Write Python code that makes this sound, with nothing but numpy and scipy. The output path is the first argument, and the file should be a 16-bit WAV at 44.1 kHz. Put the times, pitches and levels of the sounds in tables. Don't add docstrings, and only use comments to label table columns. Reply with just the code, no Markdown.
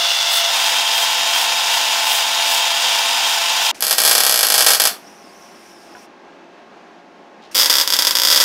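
import sys
import numpy as np
from scipy import signal
from scipy.fft import rfft, irfft
from scipy.io import wavfile
from scipy.ndimage import uniform_filter1d, minimum_filter1d, map_coordinates

SR = 44100
rng = np.random.default_rng(int(sys.argv[2]) if len(sys.argv) > 2 else 0)


def persist_wave(psi):
    counts = np.round(np.clip(psi, -1, 1) * 32767).astype(np.int16)
    wavfile.write(sys.argv[1], SR, np.atleast_2d(counts).T)


N = 372204

MOVE_S, SANDER_END_S = .5, 3.714
# middle_s, length_s, bite_db
STROKES = [(0.358, .085, -22.5), (.64, .2, -32), (1.008, .13, -27), (1.39, .11, -27), (1.75, 0.097, -28.5),
           (2.132, .15, -24.5), (2.528, 0.1303, -26), (2.91, .16, -36), (3.29, .11, -33), (3.66, .11, -29)]


def belt_file():
    humps = np.array([hump(s, length) for s, length, _ in STROKES])
    push = humps.sum(0)
    bite = amp([db for _, _, db in STROKES]) @ humps
    tip = after(MOVE_S, fade=.024)
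    turns = np.cumsum(motor_speed(push) * (1 + .00072 * wobble(20.57))) / SR
    tones = drive_whine(turns, tip) + tip * tube_song(turns, push)
    sanding = abrasion(turns, push, bite, tip)
    return (tones + sanding + bench_scatter(sanding)) * (1 - after(SANDER_END_S))


def motor_speed(push):
    free_hz, drag_hz, sag_hz, inertia_s = 535, 2.8, 3.5, .1003
    loss_hz = drag_hz * after(STROKES[0][0]) + sag_hz * push
    pole = np.exp(-1 / (inertia_s * SR))
    return free_hz - signal.lfilter([1 - pole], [1, -pole], loss_hz)


def drive_whine(turns, tip):
    # multiple, side_db, tip_db
    orders = [(.4973, -64, -54.5), (1.279, -33.5, -35.5), (1.492, -51, -60), (1.644, -37, -32),
              (1.921, -58, -39.5), (2, -52, -39), (2.558, -42, -41), (3, -43, -46), (3.288, -50, -39.5),
              (3.5, -46, -46), (4.334, -45, -42.5), (5, -36, -34), (5.22, -46, -40), (6.525, -24.5, -47),
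              (6.56, -47, -36), (7, -32, -29), (9, -52, -46), (9.267, -39, -41), (10.92, -50, -41)]
    whine = np.zeros(N)
    for multiple, side_db, tip_db in orders:
        level = amp(side_db + (tip_db - side_db) * tip + 1.64 * wobble(14) + 3)
        whine += level * np.sin(2 * np.pi * multiple * turns + .3 * wobble(30))
    return whine


def tube_song(turns, push):
    # middle_s, level_db
    catches = [(.61, -24), (.96, -20), (1.355, -19), (1.75, -24), (2.08, -25), (2.62, -19), (2.86, -23),
               (3.25, -20), (3.66, -20)]
    singing = amp(-29.5 + 2 * push + 3.6 * wobble(30))
    flares = sum(amp(db) * hump(s, length_s=.037) for s, db in catches)
    return np.hypot(singing, flares) * np.sin(2 * np.pi * 6 * turns + .4 * wobble(45))


def abrasion(turns, push, bite, tip):
    # frequency_hz, density_db
    rasp_side = [(30, -38), (100, -35), (200, -34.5), (380, -27), (520, -18.5), (680, -10), (1020, -9.5),
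                 (2100, -12), (3420, -5), (4420, -7), (5580, -7.5), (15500, -34.5)]
    rasp_tip = [(30, -34), (100, -35), (200, -29.5), (385, -24.5), (510, -17.5), (610, -16), (670, -10.5),
                (890, -4.5), (1260, -8.5), (3270, -5), (3930, -5.5), (5080, -5.5), (15500, -25.5)]
    grit_tone = [(4000, -30), (7000, -3), (8000, -1.5), (9000, -2.5), (11000, 1), (13500, -2.5),
                 (15500, -1.5)]
    # centre_hz, width_hz, lift_db
    tube_side = [(700, 120, -0.5), (2106, 170, 10), (2380, 250, -7), (2750, 330, 6), (3480, 470, 3.5),
                 (5550, 250, 0.5)]
    tube_tip = [(509.6, 44, 4.5), (740, 90, 3.5), (940, 100, 3), (1300, 72, -2), (2600, 150, 3.5),
                (3160, 640, 5), (4520, 230, -4), (5000, 430, 2), (7070, 360, 6), (7530, 280, -2)]
    rim_ring = [(8030, 450, 9)]
    pressure = amp(1.7 * np.sin(np.pi * turns) + .58 * wobble(110))
    scrape = unit(grains(rate=14000, spread_db=3) * pressure)
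    rasp = (1 - tip) * through(scrape, body(rasp_side, tube_side))
    rasp += tip * through(scrape, body(rasp_tip, tube_tip))
    rasp = signal.sosfilt(signal.butter(2, 11000, fs=SR, output="sos"), rasp)
    grit = through(grains(rate=11000, spread_db=3) * pressure, body(grit_tone))
    rim = through(grains(rate=11000, spread_db=2) * pressure, body(grit_tone, rim_ring))
    return amp(-18.5 + push) * rasp + amp(-33.5 + 1.5 * tip) * grit + bite * rim


def bench_scatter(sound):
    t, t60_s = np.arange(SR // 20) / SR, .057
    scatter = rng.standard_normal(len(t)) * amp(-60 * t / t60_s)
    return amp(-10) * through(sound, scatter / np.linalg.norm(scatter))


def welder():
    # time_s, sizzle_db, shorts_per_s, lesser_pop_db
    arc_a = [(3.81, -27, 70, -20), (3.96, -24.5, 62, -15), (4.1, -17.5, 60, -12.5), (4.17, -23, 35, -17),
             (4.3, -28, 63, -14.5), (4.48, -28, 55, -15), (4.7, -20.5, 58, -10.5), (4.78, -31, 60, -13),
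             (4.87, -27.5, 55, -15)]
    arc_b = [(7.55, -15.5, 110, -16.5), (7.6, -15, 95, -13), (7.68, -29, 45, -17), (7.8, -26, 75, -14.5),
             (7.86, -32, 55, -10), (7.97, -30, 40, -17), (8.13, -31, 55, -13.5), (8.3, -29, 68, -11.5),
             (8.44, -29, 68, -14)]
    # frequency_hz, density_db
    tone_a = [(30, -39), (120, -28.5), (270, -18), (440, -9), (700, -5.5), (1600, -3.5), (2600, -5.5),
              (5000, 0.5), (7000, -6.5), (11800, -3.5), (14000, -5), (16000, -9.5)]
    tone_b = [(30, -43), (120, -32), (250, -17.5), (380, -15.5), (480, -5.5), (620, -12.5), (1500, -6.5),
              (2500, -7.5), (3500, -3), (5000, -0.5), (8500, -8.5), (12000, -4.5), (16000, -9)]
    # centre_hz, width_hz, lift_db
    joint_a = [(504, 160, 2), (706, 130, 4), (1030, 120, -7), (2040, 118, -18), (3347, 250, 7.5),
               (3820, 300, -10.5), (4500, 450, 2), (5170, 450, 4.5), (7880, 520, 6.5), (10940, 520, 4),
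               (11870, 650, 4.5), (15000, 2500, -3.5)]
    joint_b = [(957, 140, 10.5), (1510, 150, 4.5), (3460, 620, 8), (4070, 300, -12), (4980, 670, 8),
               (7940, 270, 4), (9700, 2200, -3), (11700, 770, -0.5), (14600, 3000, -3)]
    # delay_s, gain_db
    echoes_a = [(.0013, -15.5), (.00205, -11.5), (.0037, -9), (.0045, -12.5), (.0063, -12), (.0075, -10),
                (0.019, -13)]
    echoes_b = [(.0036, -10), (.0051, -10), (.0068, -15.5), (.0164, -19.5)]
    first = seam((3.807, 4.885), arc_a, tone_a, joint_a, echoes_a,
                 pop_db=25.5, tick_db=2, sizzle_db=-5, room_db=-1.8, spread_s=.0016)
    second = seam((7.547, 8.45), arc_b, tone_b, joint_b, echoes_b,
                  pop_db=26, tick_db=-8, sizzle_db=-2, room_db=-3.5, spread_s=.0012)
    return first + second


def seam(span_s, arc, tone, joint, echoes, pop_db, tick_db, sizzle_db, room_db, spread_s):
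    # frequency_hz, density_db
    tick_tone = [(4000, -45), (9000, -16.5), (10800, -1), (12000, -1), (15000, -11)]
    times, levels_db = short_circuits(span_s, arc).T
    onsets = np.round(times * SR).astype(int)
    burning = after(span_s[0]) * (1 - after(span_s[1], fade=.02))
    bursts = through(np.bincount(onsets, amp(levels_db + pop_db), N)[:N], smear(spread_s))
    sizzle = burning * amp(curve(arc) + sizzle_db + 1.7 * wobble(90)) * grains(rate=3500, spread_db=1.5)
    ticks = amp(tick_db) * through(np.bincount(onsets, minlength=N)[:N], body(tick_tone))
    direct = through(bursts, body(tone, joint)) + ticks
    mild = body(tone, [(hz, width, .49 * lift) for hz, width, lift in joint])
    walls = np.zeros(SR // 20)
    for delay, echo_db in echoes:
        walls[round(delay * SR)] += amp(echo_db)
    diffuse = amp(room_db) * through(through(bursts + sizzle, mild) + ticks, shed_tail())
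    dull = signal.butter(1, 12000, fs=SR, output="sos")
    return direct + through(sizzle, mild) + signal.sosfilt(dull, through(direct, walls) + diffuse)


def short_circuits(span_s, arc):
    # time_s, relative_db
    pops = [(3.8071, -25.5), (3.824, -13), (3.9097, -9), (3.9277, -13.5), (3.9825, -7.5), (4.0499, -8.5),
            (4.0762, -7.5), (4.1118, -6), (4.1511, -7.5), (4.18, -8.5), (4.2044, -9), (4.2355, -11),
            (4.2652, -9.5), (4.2949, -9.5), (4.3417, -12), (4.3912, -11.5), (4.4303, -7), (4.5015, -9.5),
            (4.5219, -11.5), (4.5412, -8), (4.5796, -7.5), (4.607, -7.5), (4.6641, -2.5), (4.705, -8),
            (4.7344, -10.5), (4.7991, -6.5), (4.853, -7.5), (4.8728, -13.5), (7.5557, -15.5), (7.597, -9),
            (7.6583, -9.5), (7.698, -4.5), (7.7275, -14.5), (7.754, -9.5), (7.7835, -10), (7.8755, -13.5),
            (7.9029, -15), (7.936, -8), (7.9888, -7), (8.0221, -12), (8.0494, -13), (8.0694, -6),
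            (8.109, -12), (8.1526, -9), (8.2182, -12.5), (8.2345, -12), (8.3017, -9), (8.3252, -6),
            (8.3596, -6.5), (8.4014, -7), (8.4095, -5.5)]
    # start_s, end_s
    stalls = [(3.932, 3.982), (4.756, 4.799), (7.662, 7.697), (7.826, 7.874), (8.072, 8.151),
              (8.376, 8.401)]
    jitter, scatter_db = .12, 2
    start, stop = span_s
    hard = [(s, db) for s, db in pops if start < s < stop]
    marks = [start] + [s for s, db in hard] + [stop]
    knots, _, rate, lesser_db = np.transpose(arc)
    lesser = []
    for a, b in zip(marks, marks[1:]):
        chance = rng.standard_normal(size=(24, 2))
        count = max(1, round((b - a) * np.interp((a + b) / 2, knots, rate)))
        for k, (late, loud) in zip(range(1, count), chance):
            s = a + (b - a) * (k + jitter * late) / count
            if not any(begin < s < end for begin, end in stalls):
                lesser.append((s, np.interp(s, knots, lesser_db) + scatter_db * loud))
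    return np.array(hard + lesser)


def smear(spread_s, size=1024):
    knots = rng.random(61)
    delay = spread_s * np.interp(np.linspace(0, 1, size // 2 + 1), np.linspace(0, 1, len(knots)), knots)
    return irfft(np.exp(-2j * np.pi * np.cumsum(delay) * SR / size))


def shed_tail():
    # frequency_hz, t60_s
    decay = [(100, 0.26), (1000, 0.31), (5000, 0.2), (15000, 0.22)]
    hz, t, spectra = signal.stft(rng.standard_normal(SR // 2), SR, nperseg=256)
    tail = signal.istft(spectra * amp(-60 * t / along(decay, hz)[:, None]), SR, nperseg=256)[1]
    tail *= 1 - np.exp(-np.arange(len(tail)) / SR / .0025)
    return tail / np.linalg.norm(tail)


def gas():
    # open_s, shut_s
    valve = [(3.7445, 6.06), (7.5125, 8.5)]
    # frequency_hz, density_db
    gas_tone = [(1000, -4.5), (2500, 1), (4000, -6.5), (5500, -0.5), (7500, -8), (9500, -8), (12300, -16.5),
                (13700, -11.5), (15500, -23)]
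    # time_s, pitch_hz
    pitch_path = [(4.98, 5450), (5.2, 5700), (5.3, 4980), (5.36, 5800), (5.55, 5400), (5.68, 5595),
                  (5.82, 5350), (6.05, 5500)]
    # multiple, relative_db
    bands = [(1, 2), (1.71, -11), (2.03, -15), (2.48, -18)]
    centre_hz = curve(pitch_path) * (1 + .02 * wobble(22))
    whistle, flow, surge_db = np.zeros((3, N))
    for multiple, db in bands:
        cycles = np.cumsum(multiple * centre_hz + 220 * wobble(700)) / SR
        whistle += amp(db) * unit(wobble(750) * np.sin(2 * np.pi * cycles))
    for opens, shuts in valve:
        flow += after(opens) * (1 - after(shuts, fade=.03))
        surge_db += 12.5 * after(opens) * np.exp(-np.abs(clock() - opens) / .12)
    whistle *= amp(-56.5 + 1.5 * wobble(14))
    rush = amp(-52.5 + surge_db + 1.1 * wobble(13)) * hiss(gas_tone)
    return flow * (whistle + rush)


def knocks():
    # start_s, relative_db
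    taps = [(5.951, -31), (5.969, -37)]
    # pitch_hz, relative_db, t60_s
    modes = [(740, -2, .09), (990, 1.5, .07), (1480, 1, .05), (1640, -4, 0.051), (2550, -12, .04)]
    t = np.arange(SR // 4) / SR
    out = np.zeros(N)
    for s, db in taps:
        ring = sum(amp(level + rng.normal(0, 2) - 60 * t / t60) * np.sin(2 * np.pi * hz * t)
                   for hz, level, t60 in modes)
        crack = .49 * amp(-60 * t / .015) * hiss([(500, -4), (2500, 0), (9000, -25)])[:len(t)]
        out[round(s * SR):][:len(t)] += amp(db - 6.5) * (ring + crack)
    return out


def scuff():
    # frequency_hz, density_db
    scuff_tone = [(800, -21.5), (2000, -3.5), (3200, 2), (6000, -8), (8000, -20), (15000, -38.5)]
    start_s, hold_s, fall_db_per_s = 7.42, .03, 220
    fading_s = np.maximum(0, clock() - start_s - hold_s)
    level = after(start_s) * amp(-49.5 - fall_db_per_s * fading_s)
    return level * through(grains(rate=3000, spread_db=2), body(scuff_tone))


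def fan():
    # frequency_hz, density_db
    air_tone = [(25, -28), (90, -30), (140, -27.5), (180, -10), (290, -9), (345, -9), (460, -12.5),
                (720, -10.5), (1000, -14), (2130, -21.5), (2800, -24.5), (4000, -29.5), (6300, -35.5),
                (8000, -46.5), (15000, -62)]
    # pitch_hz, relative_db
    tones = [(344.5, -57), (393.0, -59.5), (559.9, -60), (705.2, -58), (812.9, -60), (872.1, -60.5),
             (1077, -61), (1615, -62.5), (2611, -68.5)]
    air = amp(-45 + .7 * wobble(12)) * hiss(air_tone)
    hum = sum(amp(db + 3 + 2.5 * wobble(4)) * np.sin(2 * np.pi * hz * clock() + .58 * wobble(5))
              for hz, db in tones)
    return (air + hum) * after(SANDER_END_S)


def body(spectrum, resonances=(), size=4096):
    hz = np.fft.rfftfreq(size, 1 / SR)
    peaks_db = sum(lift / (1 + (2 * (hz - centre) / width) ** 2) for centre, width, lift in resonances)
    cepstrum = irfft(np.log(amp(along(spectrum, hz) + peaks_db) + 1e-6))
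    cepstrum[1:size // 2] *= 2
    cepstrum[size // 2 + 1:] = 0
    response = irfft(np.exp(rfft(cepstrum)))
    return response / np.linalg.norm(response)


def through(x, response):
    return signal.oaconvolve(x, response)[:N]


def grains(rate, spread_db):
    when, size, polarity = rng.random((int(rate * N / SR), 3)).T
    heights = amp(spread_db * np.minimum(-np.log(1 - size), 5)) * np.sign(polarity - .5)
    return unit(np.bincount((when * N).astype(int), heights, N))


def hiss(spectrum):
    return through(rng.standard_normal(N), body(spectrum))


def wobble(rate):
    knots = rng.standard_normal(int(N * rate / SR) + 4)
    coarse = np.arange(0, N + 16, 16)
    return np.interp(np.arange(N), coarse, map_coordinates(knots, [coarse * rate / SR]))


def hump(middle_s, length_s):
    return np.cos(np.pi / 2 * np.clip((clock() - middle_s) / length_s, -1, 1)) ** 2


def after(s, fade=.003):
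    return np.clip((clock() - s) / fade + .5, 0, 1)


def curve(rows):
    times, values = np.transpose(rows)[:2]
    return np.interp(clock(), times, values)


def along(points, hz):
    knots_hz, values = np.transpose(points)
    return np.interp(np.log(hz + 1), np.log(knots_hz + 1), values)


def clock():
    return np.arange(N) / SR


def amp(db):
    return 10 ** (np.asarray(db) / 20)


def unit(x):
    return x / np.sqrt(np.mean(x ** 2) + 1e-20)


def scene():
    return (welder() + belt_file() + gas() + knocks() + scuff() + fan())[None]


def record(dry):
    ceiling, hold_samples, hardness, top_hz = 1.25, 25, 8, 15800
    needed_gain = np.minimum(1, ceiling / (np.abs(dry) + 1e-9))
    limited = dry * uniform_filter1d(minimum_filter1d(needed_gain, hold_samples), hold_samples)
    clipped = limited / (1 + np.abs(limited) ** hardness) ** (1 / hardness)
    thinned = signal.sosfilt(signal.butter(1, 70, "high", fs=SR, output="sos"), clipped)
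    lowpass = signal.firwin(401, top_hz, fs=SR)
    return signal.oaconvolve(thinned, lowpass[None], mode="same", axes=1)


dry = scene()
out = record(dry)
persist_wave(out)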